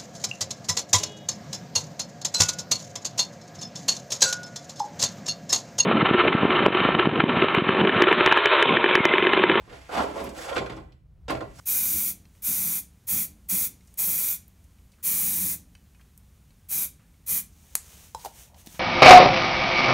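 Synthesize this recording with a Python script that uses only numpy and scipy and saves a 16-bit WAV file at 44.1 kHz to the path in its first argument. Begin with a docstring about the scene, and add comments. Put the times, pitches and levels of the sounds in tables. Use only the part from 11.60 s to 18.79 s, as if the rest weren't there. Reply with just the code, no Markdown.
"""An aerosol can sprays paint on a bare steel panel in eight bursts, close by in a small workshop.
Gas rushing through the nozzle hisses, and the jet pushes on the sheet so that it rumbles softly.
Between bursts the mixing ball taps faintly inside the can. Afterwards there is one sharp snap,
a sleeve swishes as the arm pulls back, and the can is set down with a few hollow knocks."""
import sys
import numpy as np
from scipy import signal
from scipy.fft import rfft, irfft, next_fast_len
from scipy.io import wavfile

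SR = 44100
rng = np.random.default_rng(int(sys.argv[2]) if len(sys.argv) > 2 else 0)


def waveform_to_disk(signal):
    """Save audio, clipped to [-1, 1], as 16-bit WAV at the path in sys.argv[1]."""
    frames = np.transpose(np.atleast_2d(signal))
    scaled = np.clip(frames, -1, 1) * 32767
    samples = np.round(scaled).astype(np.int16)
    wavfile.write(sys.argv[1], SR, samples)


N = 317243
TIME = np.arange(N) / SR
FFT_SIZE = 2 * next_fast_len(N // 2 + 1)
HZ = np.fft.rfftfreq(FFT_SIZE, 1 / SR)

# Each press of the nozzle: start_s, end_s, opening_s, closing_s, echo_at_start_ms, echo_at_end_ms,
# hiss_db, sizzle_db, fizz_db, rumble_db
BURSTS = [(0.054, 0.547, 0.038, 0.065, 0.76, 0.87, -22.5, 1.2, 3.5, -50.5),
          (0.819, 1.227, 0.06, 0.058, 0.79, 0.88, -23.5, 1.3, 2, -53.5),
          (1.468, 1.683, 0.034, 0.077, 0.9, 0.86, -23, -0.5, 4, -50.5),
          (1.884, 2.101, 0.025, 0.06, 0.9, 0.86, -22, -2.6, 3.4, -51.5),
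          (2.372, 2.786, 0.028, 0.072, 0.91, 0.84, -23.5, 2.5, 3.5, -56.5),
          (3.426, 3.977, 0.04, 0.063, 0.94, 1.14, -21.5, -2.5, 3, -49.5),
          (5.085, 5.291, 0.055, 0.066, 0.72, 0.85, -24.5, 3, 1, -54),
          (5.661, 5.832, 0.046, 0.065, 0.89, 1, -23, 1.2, 1.5, -53)]


def amp(db):
    """Turns decibels into a gain."""
    return 10 ** (np.asarray(db) / 20)


def fade(t, fade_s):
    """A gain that falls by 60 dB every fade_s seconds."""
    return amp(-60 * t / fade_s)


def unit(x):
    """Scales a signal to an average (rms) level of 1."""
    return x / np.sqrt(np.mean(x ** 2) + 1e-20)


def curve(points, hz=HZ):
    """Joins (pitch_hz, value) points with straight lines on an octave scale."""
    pitch_hz, value = np.transpose(points)
    return np.interp(np.log(hz + 1), np.log(pitch_hz), value)


def bumps(rows):
    """Bell-shaped peaks or dips in a spectrum, in dB."""
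    return sum(db * np.exp(-2 * ((HZ - hz) / width) ** 2) for hz, width, db in rows)


def band(hz, centre_hz, octaves):
    """A gain that keeps only the pitches near centre_hz."""
    return 1 / (1 + (np.log2((hz + 1) / centre_hz) / octaves) ** 4)


def noise(colour_db):
    """Steady noise with the given colour (its level at each pitch)."""
    return unit(irfft(rfft(rng.standard_normal(FFT_SIZE)) * amp(colour_db))[:N])


def wander(rate_hz):
    """A smooth random wobble, up to about the given rate."""
    return unit(irfft(rfft(rng.standard_normal(FFT_SIZE)) * np.exp(-(HZ / rate_hz) ** 2))[:N])


def impulse(colour_db):
    """The shortest click that has the given colour."""
    log_gain = np.log(amp(colour_db))
    mirrored = np.concatenate([log_gain, log_gain[-2:0:-1]])
    return np.fft.ifft(np.exp(np.conj(signal.hilbert(mirrored)))).real[:2048]


def add(mix, start_s, sound):
    """Mixes a sound in at start_s."""
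    part = mix[round(start_s * SR):][:len(sound)]
    part += sound[:len(part)]


def ring(tones, pitch=1):
    """The fading tones of an object struck once."""
    t = np.arange(SR // 2) / SR
    return sum(amp(db) * fade(t, fade_s) * np.sin(2 * np.pi * hz * pitch * t) for hz, db, fade_s in tones)


def swells(rows):
    """The loudness of smooth movements that speed up and slow down again."""
    return np.sqrt(sum((amp(db) * np.exp(-((TIME - s) / half_s) ** 2)) ** 2 for s, db, half_s in rows))


def background(level_db=-55.5):
    """The workshop's faint, steady rumble."""
    # Its colour: pitch_hz, level_db
    air = [(25, -20.5), (40, -7), (55, -0.5), (78, 0), (115, -9.5), (180, -9.5), (230, -16), (320, -25),
           (600, -30.5), (1500, -34.5), (2400, -35), (5000, -39), (7000, -36), (15800, -39.5)]
    return amp(level_db) * noise(curve(air))


def room_echo(sound, first_echo_s=0.0054, sweep_hz=3):
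    """Dense echoes of a small room; three patterns blend in turn, as if the can were moving."""
    # How long the room rings: pitch_hz, fade_s
    room = [(150, 0.25), (900, 0.21), (4000, 0.29), (9000, 0.22), (15000, 0.14)]
    out = np.zeros(N)
    for third in np.arange(3) / 3:
        echoes = rng.standard_normal(SR // 2) * (np.arange(SR // 2) > first_echo_s * SR)
        hz, t, spectrum = signal.stft(echoes, SR, nperseg=256)
        tail = signal.istft(spectrum * fade(t, curve(room, hz)[:, None]), SR)[1]
        share = np.sqrt(2 / 3) * np.cos(np.pi * (sweep_hz * TIME + third))
        out += signal.fftconvolve(sound * share, tail / np.linalg.norm(tail))[:N]
    return out


def sleeve(grain_db=1.5, rest_db=-79):
    """Cloth slides on cloth: a soft, grainy swish with each arm movement, and a trace in between."""
    # Colour of rubbing cloth: pitch_hz, level_db
    cloth = [(150, -10), (600, -4), (1500, -8.5), (3000, -5), (4800, -8.5), (6200, -1), (9200, -4.5),
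             (11000, -6), (15500, -7)]
    # Arm movements: fastest_s, level_db, half_length_s
    strokes = [(.02, -65, 0.09), (.77, -65.5, 0.035), (2.3, -68, 0.12), (4.42, -70.5, 0.033),
               (6.14, -58.5, 0.22), (6.32, -52, 0.096), (6.43, -52.5, 0.084), (6.635, -50.5, 0.071),
               (6.8, -49, 0.069), (7.0, -54, 0.033), (7.15, -50.5, 0.089)]
    movement = np.hypot(amp(rest_db), swells(strokes))
    return noise(curve(cloth)) * movement * amp(grain_db * wander(700))


def ticks():
    """Fingers and can touch lightly, each click a quickly fading puff of noise."""
    # Touches: start_s, level_db, pitch_hz, width_octaves, fade_s
    touches = [(2.273, -56, 6900, 0.66, 0.055), (2.341, -44.5, 9900, 0.67, 0.013),
               (2.880, -47, 13000, 0.55, .02), (3.041, -60.5, 8000, .8, .04),
               (3.319, -61.5, 5000, 0.9, 0.078), (3.385, -65, 1390, 0.53, 0.18),
               (4.396, -63.5, 1400, 0.58, .12), (4.577, -43.5, 10050, 0.75, 0.015),
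               (5.394, -65, 1500, 0.94, 0.28), (6.548, -32.5, 5850, 0.89, 0.015),
               (6.595, -55, 4220, 0.33, 0.19), (6.648, -36, 7000, 1.1, 0.039),
               (6.657, -36.5, 4970, 4.5, 0.054), (6.944, -55.5, 2500, 1.5, .05),
               (7.061, -44, 8000, 2.1, 0.066), (7.071, -38, 3900, 1.4, 0.025),
               (7.146, -50.5, 1500, 1.5, 0.15)]
    out, t = np.zeros(N), np.arange(SR // 4) / SR
    hz = np.fft.rfftfreq(len(t), 1 / SR)
    for start_s, db, pitch_hz, octaves, fade_s in touches:
        spectrum = rfft(rng.standard_normal(len(t))) * band(hz, pitch_hz, octaves)
        puff = unit(irfft(spectrum, len(t)))
        add(out, start_s, amp(db) * puff * fade(t, fade_s))
    return out


def mixing_ball(chatter=0.13, chatter_fade_s=0.023):
    """The mixing ball hits the wall as the can tilts, and chatters briefly against it."""
    # Taps of the ball: start_s, level_db, pitch_factor
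    taps = [(.654, -54.5, 1.07), (.752, -62, 1), (2.208, -60, 0.97), (2.281, -60, 0.99), (3.185, -63.5, 1),
            (3.336, -63, 1.03), (4.152, -46.5, 1.03), (4.348, -57, 0.99), (4.412, -57.5, 1.1),
            (4.906, -58.5, 1.04), (5.542, -66, 1)]
    # Tones of the wall, damped by the paint: pitch_hz, level_db, fade_s
    wall = [(1610, -23, 0.0082), (2250, -2.5, 0.028), (2520, -3.5, 0.036), (2920, -3.5, 0.021),
            (3950, -1, 0.0079), (4490, -5.5, 0.016), (5570, -3, .012), (8420, -5, .007)]
    out, t = np.zeros(N), np.arange(SR // 10) / SR
    for start_s, db, pitch in taps:
        blow = (t == 0) + chatter * rng.standard_normal(len(t)) * fade(t, chatter_fade_s)
        add(out, start_s, amp(db) * signal.fftconvolve(blow / np.linalg.norm(blow), ring(wall, pitch)))
    return out


def snap(start_s=6.1534, level_db=6, smear_s=0.000755):
    """One hard snap, scattered by the can and the metal around it."""
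    # Its colour: pitch_hz, level_db
    colour = [(100, -27), (500, -19), (1100, -13), (2300, -13.5), (2900, -17), (3700, -20), (4300, -11),
              (5400, -13.5), (6500, -5), (9500, -1), (11300, -1.5), (13000, -10), (16000, -10)]
    out, t = np.zeros(N), np.arange(SR // 4) / SR
    scatter = amp(-28) * fade(t, fade_s=0.033) + amp(-44) * fade(t, fade_s=0.07)
    blow = (t == 0) + scatter * rng.standard_normal(len(t))
    spectrum = rfft(impulse(curve(colour)), FFT_SIZE)
    # in thin metal the high pitches travel faster, so the lows arrive a little later
    delay_s = smear_s * (1 - HZ / HZ[-1]) ** 2
    crack = irfft(spectrum * np.exp(-2j * np.pi * np.cumsum(delay_s) * HZ[1]))[:len(t)]
    add(out, start_s, amp(level_db) * signal.fftconvolve(blow, unit(crack) / np.sqrt(len(t))))
    return out


def can_set_down(contact_s=0.00095, judder_db=3):
    """The can lands on its rim, rocks lower in pitch and slides a little; the hand bumps the bench."""
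    # The can touching down: start_s, level_db, pitch_factor
    knocks = [(6.5478, -23.5, 0.96), (6.6402, -43, 1), (6.6485, -27, .92), (6.6582, -25.5, .86),
              (6.6645, -33, 0.7)]
    # Its hollow tones: pitch_hz, level_db, fade_s
    can = [(933, 1.5, 0.035), (1024, -9, 0.054), (538, -10.5, 0.04), (1500, -14.5, 0.017),
           (1010, -28, 0.36), (3430, -31, 0.059), (4150, -24, 0.053)]
    # Dull bumps of the hand: start_s, level_db, pitch_hz, fade_s
    thumps = [(7.072, -28, 233, 0.017), (7.144, -37, 162, 0.03)]
    # The base sliding: fastest_s, level_db, half_length_s
    slides = [(6.72, -60, 0.033), (6.94, -60.5, .055), (7.07, -60, 0.027)]
    out, t = np.zeros(N), np.arange(SR // 2) / SR
    soft_start = 1 - np.exp(-t / contact_s)
    for start_s, db, pitch in knocks:
        add(out, start_s, amp(db) * ring(can, pitch) * soft_start)
    for start_s, db, pitch_hz, fade_s in thumps:
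        add(out, start_s, ring([(pitch_hz, db, fade_s)]) * soft_start)
    rub = noise(20 * np.log10(band(HZ, centre_hz=720, octaves=0.46)))
    return out + rub * swells(slides) * amp(judder_db * wander(100))


def burst_at(t):
    """For the burst nearest each time: held_s, hiss_db, sizzle_db, fizz_db, rumble_db."""
    bursts = np.array(BURSTS)
    mid_pauses_s = (bursts[:-1, 1] + bursts[1:, 0]) / 2
    nearest = bursts[np.searchsorted(mid_pauses_s, t)]
    return np.maximum(t - nearest[:, 0], 0), *nearest[:, 6:].T


def valve_flow(lag_s=0, leak=0.128, unseal_s=0.0048):
    """Flow from 0 to 1: each time the seal first leaks, then the finger presses fully and lets go."""
    flow, t = np.zeros(N), TIME - lag_s
    for start_s, end_s, opening_s, closing_s, *_ in BURSTS:
        unsealed = np.clip((t - start_s) / unseal_s, 0, 1)
        pressed = np.sin(np.clip((t - start_s) / opening_s, 0, 1) * np.pi / 2) ** 2
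        release = np.sin(np.clip((end_s - t) / closing_s, 0, 1) * np.pi / 2) ** 2
        flow += (leak * unsealed + (1 - leak) * pressed) * release
    return flow


def panel_rumble(level_db=-1, lump_db=1.5, half_crossing_s=0.037, hum_db=-5, hum_fade_s=0.93):
    """The jet shakes the panel with a lumpy rumble, most at its edges; the loose sheet hums on."""
    # Colour of the jet hitting the panel: pitch_hz, level_db
    gust = [(30, -40), (80, -1), (130, -9), (185, 2), (250, -6.5), (320, -9.5), (410, -20.5), (900, -26),
            (3000, -91)]
    # The jet crossing an edge of the sheet: middle_s, level_db
    crossings = [(.18, -47.5), (.35, -39.5), (.89, -44.5), (1.045, -45), (1.544, -39.5), (1.946, -39),
                 (2.485, -45), (3.66, -47), (3.84, -47.5), (5.221, -55), (5.73, -46.5)]
    *_, rumble_db = burst_at(TIME)
    edges = swells([(middle_s, db, half_crossing_s) for middle_s, db in crossings])
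    push = valve_flow(lag_s=0.016) * np.hypot(amp(rumble_db), edges)
    rumble = push * noise(curve(gust)) * amp(level_db + lump_db * wander(14))
    sheet = rng.standard_normal(SR) * fade(np.arange(SR) / SR, hum_fade_s)
    hum = signal.fftconvolve(rumble, sheet / np.linalg.norm(sheet))[:N]
    return rumble + amp(hum_db) * hum


def nozzle_hiss(level_db=-0.38, sag_db_per_s=6.5, flutter_db=0.24, sputter_db=1, echo_db=1):
    """Gas swirls out of the nozzle and hisses, coloured by the can's aim and by shifting echoes."""
    # Colour of the hiss: pitch_hz, level_db
    colour = [(100, -35.5), (450, -22.5), (1700, -22), (2900, -21), (3900, -17.5), (5100, -17.5),
              (5950, -9), (7000, -8), (8200, -9), (9100, -4), (11000, -3), (12300, 0), (13900, -5.5),
              (15400, -3.5)]
    # Resonance of the nozzle cap: pitch_hz, width_hz, level_db
    cap = [(2425, 160, 7.5), (2223, 550, 4.5), (2720, 140, -3)]
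    # Echoes off the panel, hand and bench: delay_factor, gain
    echoes = [(1, .16), (1.7, .14), (2.9, -.13), (4.3, .13), (6.1, -.12)]
    hz, t, spectrum = signal.stft(noise(curve(colour) + bumps(cap)), SR, nperseg=1024, noverlap=768)
    hz, bursts = hz[:, None], np.array(BURSTS)
    held_s, hiss_db, sizzle_db, fizz_db, _ = burst_at(t)
    # the treble beams forward, so the aim sets the balance of three bands
    mids = 1 / (1 + (hz / 8000) ** 8)
    sizzle = np.exp(-((hz - 12250) / 900) ** 2)
    fizz = 1 - 1 / (1 + (hz / 13500) ** 40)
    aim_db = (0.31 * sizzle_db - 0.5) * mids + sizzle_db * sizzle + fizz_db * fizz
    # while the valve is held the can chills and loses pressure, so the hiss sags
    pressure_db = hiss_db - sag_db_per_s * held_s
    # echoes boost some pitches and cancel others; the pattern glides as the can sweeps
    delay_s = np.interp(t, bursts[:, :2].ravel(), bursts[:, 4:6].ravel()) / 1000
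    reflected = sum(gain * np.exp(-2j * np.pi * hz * delay_s * factor) for factor, gain in echoes)
    spectrum *= amp(aim_db + pressure_db) * abs(1 + amp(echo_db) * reflected)
    jet = signal.istft(spectrum, SR, nperseg=1024, noverlap=768)[1][:N]
    # paint leaves the nozzle in uneven spurts
    uneven_db = flutter_db * wander(40) + sputter_db * wander(900)
    return jet * valve_flow() * amp(level_db + uneven_db)


def scene(spray_room_db=-10, handling_room_db=-12):
    """Spray and handling in the room, over its low rumble; both channels alike."""
    spray = nozzle_hiss() + panel_rumble()
    handling = sleeve() + ticks() + mixing_ball() + snap() + can_set_down()
    room = room_echo(amp(spray_room_db) * spray + amp(handling_room_db) * handling)
    mono = spray + handling + room + background()
    return np.array([mono, mono])


def record(dry, cutoff_hz=15740):
    """The microphone's opening puts dips in the treble, and the very highest pitches are cut off."""
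    # The dips: pitch_hz, width_hz, level_db
    dips = [(7580, 420, -3), (10430, 450, -4), (13530, 840, -0.5)]
    coloured = signal.oaconvolve(dry, impulse(bumps(dips))[None], axes=1)[:, :N]
    low_pass = signal.firwin(801, cutoff_hz, window=("kaiser", 8), fs=SR)
    return signal.oaconvolve(coloured, low_pass[None], "same")


dry = scene()
out = record(dry)
waveform_to_disk(out)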